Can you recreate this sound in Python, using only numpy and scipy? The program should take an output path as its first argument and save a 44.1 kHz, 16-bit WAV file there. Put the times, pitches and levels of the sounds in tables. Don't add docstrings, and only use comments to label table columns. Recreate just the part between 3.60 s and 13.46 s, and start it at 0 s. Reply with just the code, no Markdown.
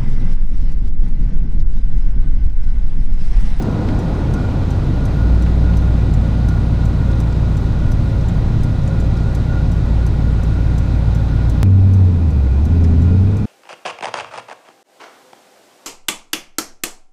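import sys
import numpy as np
from scipy import signal
from scipy.io import wavfile
from scipy.ndimage import uniform_filter1d

SR = 44100
rng = np.random.default_rng(int(sys.argv[2]) if len(sys.argv) > 2 else 0)


def volts_from_db(level):
    exponent = np.asarray(level, float) / 20
    return 10 ** exponent


def int16_out(signal):
    q = np.round(np.clip(np.atleast_2d(signal).T, -1, 1) * 32767)
    wavfile.write(sys.argv[1], SR, q.astype(np.int16))


N = 434826
CHANGE_S = 8.0308

# time in seconds, firings per second, firing tone in dB rms,
# load as burble in dB.
PULLING = [
    (8.03, 95.2, -9.5, 3.5),
    (8.38, 95.4, -8.5, 2),
    (8.6, 84.1, -11.5, -1),
    (8.9, 62.64, -12, -3),
    (9.15, 84.96, -10, 4.5),
    (9.36, 80.3, -10.5, 7),
    (9.78, 102.4, -11.5, 1),
    (9.86, 101.3, -12, 4),
]


def in_time(rows):
    s, *columns = np.transpose(rows)
    return [np.interp(np.arange(N) / SR, s, column) for column in columns]


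def at_hz(points, hz):
    points = np.array(points)
    return np.interp(np.log(hz), np.log(points[:, 0]), points[:, 1])


def bumps(rows):
    t = np.arange(0, N + 40, 40) / SR
    rises = sum(db * np.exp(-((t - s) / half) ** 2) for s, half, db in rows)
    return np.interp(np.arange(N) / SR, t, rises)


def rms_one(x):
    return x / np.sqrt(np.mean(x ** 2) + 1e-20)


def drift(rate):
    r = np.exp(-80 * np.pi * rate / SR)
    noise = rng.standard_normal(N // 40 + 2002)
    slow = signal.lfilter([1], [1, -2 * r, r * r], noise)[2000:]
    return np.interp(np.arange(N) / 40, np.arange(len(slow)), rms_one(slow))


def resonate(x, hz, width):
    r = np.exp(-np.pi * width / SR)
    return signal.lfilter([1, 0, -1], [1, -2 * r * np.cos(2 * np.pi * hz / SR), r * r], x)


def ring(clicks, hz, t60):
    r, w = 10 ** (-3 / (t60 * SR)), 2 * np.pi * hz / SR
    return signal.lfilter([0, np.sin(w)], [1, -2 * r * np.cos(w), r * r], clicks + 1e-18)


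def puff(t60, rise_s):
    t = np.arange(SR // 8) / SR
    return rng.standard_normal(len(t)) * (1 - np.exp(-t / rise_s)) * volts_from_db(-60 * t / t60)


def engine(curve, orders, path, wander_db, jitter, inertia_s, throb_db):
    # frequency in Hz, width in Hz, depth in dB.
    dead_spots = [(77.1, 0.72, -24), (101.8, 1.4, -7.5)]
    cab_lag_s = 0.02
    firing, firing_db, burble_db = in_time(curve)
    firing = uniform_filter1d(firing, round(inertia_s * SR))
    heard = np.interp(np.arange(N) - cab_lag_s * SR, np.arange(N), firing)
    for hz, width, db in dead_spots:
        firing_db = firing_db + db * np.exp(-((heard - hz) / width) ** 2)

    cycle = 2 * np.pi * np.cumsum(firing) / SR / 8
    cycle = cycle - cycle[round(CHANGE_S * SR)]
    out = -volts_from_db(firing_db + throb_db * drift(4)) * np.cos(8 * cycle)
    for multiple, level_db in orders:
        if multiple == 8:
            continue
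        unsteady = drift(3.6)
        phase = multiple * cycle + rng.uniform(0, 2 * np.pi) + jitter * drift(1.86)
        load_share = 1 + 0.047 * max(multiple - 30, 0)
        path_db = at_hz(path, multiple * firing / 8)
        gain_db = level_db + burble_db * load_share + path_db + wander_db * unsteady
        out = out + volts_from_db(gain_db) * np.sin(phase)
    return np.sqrt(2) * out


def rolling_engine():
    # time in seconds, firings per second, firing tone in dB rms, load as burble in dB.
    revs = [(0.0, 52, -26, -10.5), (.85, 53, -21, -4.5), (1.27, 49.8, -20.5, -3), (1.68, 59.5, -13.5, -1.5),
            (2.1, 59.8, -13.5, 0), (2.7, 57.7, -15.5, -1), (3.85, 57.1, -17.5, -2), (4.2, 55.6, -18, -2.5),
            (5.2, 57.2, -21.5, -1.5), (6.1, 57, -16.5, -2.5), (8.03, 57.8, -15, -1.5)]
    # multiple of the four-stroke cycle, level in dB rms.
    banks = [(2, -33), (3, -25), (5, -36), (6, -32), (8, -18), (11, -38), (12, -36), (13, -22), (14, -31),
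             (15, -32), (16, -22), (17, -44), (18, -42), (19, -38), (20, -28), (21, -31), (22, -36),
             (23, -30), (25, -36), (28, -46), (31, -41), (32, -45), (33, -45), (34, -45), (36, -52),
             (40, -46)]
    # frequency in Hz, gain in dB.
    coasting = [(14, 0.5), (100, 1.5), (116, 2), (119, -5.5), (135, 2), (160, 1.5), (300, 5)]
    return engine(revs, banks, coasting, wander_db=1.0, jitter=.18, inertia_s=.2, throb_db=1.0)


def pulling_engine():
    # multiple of the four-stroke cycle, level in dB rms.
    banks = [(2, -32), (3, -37.5), (4, -40.5), (6, -35), (8, -11), (10, -38), (11, -35.5), (13, -30.5),
             (14, -39), (16, -30), (17, -33), (18, -37.5), (19, -38), (20, -45), (21, -43.5), (22, -46),
             (24, -39), (26, -38.5), (28, -54.5), (32, -43.5), (34, -54), (35, -43), (36, -57), (38, -59.5),
             (39, -43.5), (40, -48.5)]
    # frequency in Hz, gain in dB.
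    exhaust = [(14, 0), (110, 3.5), (145, -6), (205, 2.5), (260, 4), (350, -17), (440, 3.5), (470, -8.5)]
    return engine(PULLING, banks, exhaust, wander_db=2, jitter=.3, inertia_s=.06, throb_db=.8)


def change_scene(before, after, bend_s):
    at = round(CHANGE_S * SR)
    jump = -.66
    gap = after[at] - jump - before[at]
    before = before + gap * np.exp((np.arange(N) - at).clip(max=0) / (bend_s * SR))
    return np.r_[before[:at], after[at:]]


def blinks(first_s, level_db, fade_db_per_s):
    blink_s = .7159
    before = np.arange(first_s[0], CHANGE_S, blink_s)
    after = np.arange(first_s[1], N / SR, blink_s)
    s = np.r_[before, after]
    db = level_db + fade_db_per_s * np.minimum(s, CHANGE_S) - 4 * (s > CHANGE_S)
    return np.c_[s, db + 0.5 * rng.standard_normal(len(s))]


def relay(events, modes, level_db, crack_db, t60, lead_s):
    mode_spread_db = 3.0
    contact = puff(t60, rise_s=0.0025)
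    rings = np.array([volts_from_db(db) * ring(contact, hz, ring_s) for hz, db, ring_s in modes])
    bright = signal.butter(2, [4000, 12000], "band", fs=SR, output="sos")
    out = np.zeros(N + SR)
    for s, db in events:
        housing = volts_from_db(mode_spread_db * rng.standard_normal(len(modes))) @ rings
        crack = rms_one(signal.sosfilt(bright, contact + 2.4 * puff(t60, rise_s=0.0011)))
        click = rms_one(housing) + volts_from_db(crack_db) * crack
        start = max(round((s - lead_s) * SR), 0)
        out[start:start + len(click)] += volts_from_db(db + level_db) * click
    return out[:N]


def relay_ticks():
    # frequency in Hz, level in dB, t60 in seconds.
    tick_modes = [(4100, -12, 0.033), (5190, 0, 0.011), (6000, 4, 0.012), (6360, 5, .01),
                  (7470, -0.5, 0.014), (8240, -3.5, .015), (8150, -11, .015), (10300, -19, .02),
                  (10300, -13, 0.014), (11800, -17, .012), (13100, -15, .01), (14300, -16, .01)]
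    closing = blinks((.0225, 8.337), level_db=-29, fade_db_per_s=0)
    return relay(closing, tick_modes, level_db=-25, crack_db=-4.5, t60=0.04, lead_s=0.0019)


def relay_tocks():
    # frequency in Hz, level in dB, t60 in seconds.
    tock_modes = [(4100, -15, .02), (4600, -3, .02), (5830, 2, 0.028), (6300, -1, 0.017), (7240, 6, .015),
                  (7720, -4, 0.0065), (8200, -8, .015), (8640, -6, 0.012), (10600, -28, .01),
                  (11200, -19, .015), (13700, -12, 0.011), (14700, -14, .01)]
    open_s = .366
    opening = blinks((.0225 + open_s, 8.337 + open_s), level_db=-33, fade_db_per_s=-0.18)
    return relay(opening, tock_modes, level_db=-23.5, crack_db=-6.0, t60=0.037, lead_s=.0001)


def trim():
    # start in seconds, peak in dB, centre in Hz, width in Hz, t60 in seconds.
    rattles = [(0.284, -25, 1400, 1800, 0.055), (.285, -42, 3300, 1800, 0.067),
               (1.861, -27, 1590, 1690, .09), (2.133, -34, 2800, 1500, .06), (3.511, -39, 5500, 4000, .05),
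               (3.527, -35, 3700, 1000, 0.044), (3.724, -39, 5000, 3000, .04),
               (4.610, -39, 5500, 3000, .04), (5.232, -44, 5500, 3000, .03), (5.274, -36, 6800, 2500, .05),
               (5.568, -39, 5030, 3480, .06), (6.905, -39, 900, 1000, .05), (8.056, -41, 2290, 300, 0.055),
               (8.868, -36, 1798, 1010, 0.056), (9.085, -40, 3800, 800, 0.042),
               (9.239, -35, 5000, 2493, .06), (9.238, -44, 9500, 5000, 0.035), (9.245, -32, 2000, 900, .06),
               (9.795, -54, 9700, 1500, 0.052)]
    out = np.zeros(N + SR)
    for s, db, hz, width, t60 in rattles:
        knock = resonate(resonate(puff(t60, rise_s=0.0018), hz, width), hz, width)
        start = round(s * SR)
        out[start:start + len(knock)] += volts_from_db(db) * knock / abs(knock).max()
    return out[:N]


def vents():
    # frequency in Hz, width in Hz, level in dB rms, change in dB after the scene changes,
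    # share of the swell from 0 to 1.
    whistles = [(1430.5, 66, -45, -1, 0.58), (1940, 90, -55, -3, 0), (542, 6.2, -46, -6.5, 0.4),
                (2437, 320, -56.5, 4.5, 0.3), (3800, 920, -52.5, -4.5, .05), (771, 120, -51.5, 1, 0.1)]
    # middle in seconds, rise in dB.
    swells = [(0.0, -1), (.29, 2), (.8, 12), (1.28, 1), (1.68, 9), (2.08, 9), (2.64, 0), (2.9, 8), (3.2, 6),
              (3.5, 8), (3.9, 3), (4.4, 2), (4.8, -1), (5.33, 6), (5.65, 6), (5.94, 11), (6.64, -1),
              (6.96, 6), (7.4, 1), (7.63, 5), (8.9, 9), (9.2, 8), (9.5, 15.5), (9.78, 10)]
    after = np.arange(N) >= CHANGE_S * SR
    swell_db = -2 - 9.5 * after + bumps([(s, 0.1, db) for s, db in swells])
    out = 0
    for hz, width, tone_db, change_db, share in whistles:
        gain = volts_from_db(tone_db + change_db * after + share * swell_db)
        air = resonate(resonate(rng.standard_normal(N), hz, width), hz, width)
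        out = out + gain * rms_one(air)
    return out


def road(patchy_db, gust_db, flutter_db):
    # frequency in Hz, level in dB per Hz.
    colour = [(14, -12), (40, -6.5), (75, -12), (120, -12), (170, -11.5), (290, -17), (345, -22.5),
              (940, -32), (1070, -34.5), (1750, -41.5), (3050, -47), (5000, -51), (12000, -68.5),
              (15300, -77.5)]
    # middle in seconds, half length in seconds, rise in dB.
    rough = [
        (.45, 0.49, 4.5),
        (2.08, 0.043, -0.5),
        (3.7, .12, 1.5),
        (4.25, 0.14, 20),
        (4.85, 0.39, 18.5),
        (5.4, 0.47, 7),
        (6.4, 0.37, 0.5),
        (9.45, .2, 9),
    ]
    # frequency in Hz, share of roughness, extra dB at the start,
    # dB after the scene changes, dB of the dip there, share of load.
    answer = np.transpose([(24, 0.64, 6, -3, -2, 0), (45, 0.28, 4, -5, -0.5, 0),
                           (96, .3, 3.5, 6, -8, -0.41), (240, 0, 7, 0.5, -4.5, -0.082),
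                           (900, 0, 6.5, -1.5, -3, 0.083), (1800, 0, 1.3, -4, -3.5, 0.25),
                           (12000, 0, 0, -2, -4, .1)])
    settle_s, recover_s = 1.63, 0.25

    t = np.arange(N) / SR
    after = t >= CHANGE_S
    dip = after * np.exp((CHANGE_S - t).clip(max=0) / recover_s)
    load = after * in_time(PULLING)[-1]
    causes = np.array([bumps(rough), np.exp(-t / settle_s), after, dip, load])

    edges = np.r_[12.8 * 2 ** np.arange(0, 9.8, 1 / 3), np.arange(11500, 16100, 650)]
    white, gust, out = rng.standard_normal((2, N + SR)), drift(2.9), 0
    for k, (low, high) in enumerate(zip(edges, edges[1:])):
        hz = np.sqrt(low * high)
        sos = signal.butter(3, [low, high], "band", fs=SR, output="sos")
        band = signal.sosfilt(sos, white[k % 2])[SR:]
        shares = np.array([np.interp(np.log(hz), np.log(answer[0]), row) for row in answer[1:]])
        flicker_db = patchy_db * (hz > 150) * drift(9.5) + flutter_db * (hz > 12200) * drift(40)
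        out = out + volts_from_db(at_hz(colour, hz) + shares @ causes + flicker_db + gust_db * gust) * band
    return volts_from_db(-20) * rms_one(out)


def scene():
    drive = change_scene(rolling_engine(), pulling_engine(), bend_s=.004)
    cab = relay_ticks() + relay_tocks() + trim() + vents()
    cab = cab + road(patchy_db=0.68, gust_db=0.04, flutter_db=3.0)
    cab = signal.sosfilt(signal.ellip(10, .5, 60, 15250, fs=SR, output="sos"), cab)
    return (drive + cab)[None]


def top_cut(x):
    return signal.sosfilt(signal.butter(12, 16660, fs=SR, output="sos"), x)


def record(dry):
    rounded = 1.3 * np.tanh(dry / 1.3)
    x = signal.sosfilt(signal.cheby2(10, 55, 17100, fs=SR, output="sos"), rounded)
    n = np.arange(N)
    fade = np.clip(np.minimum(n / .002, (N - n) / .006) / SR, 0, 1)
    return top_cut(x * fade)


dry = scene()
out = record(dry)
int16_out(out)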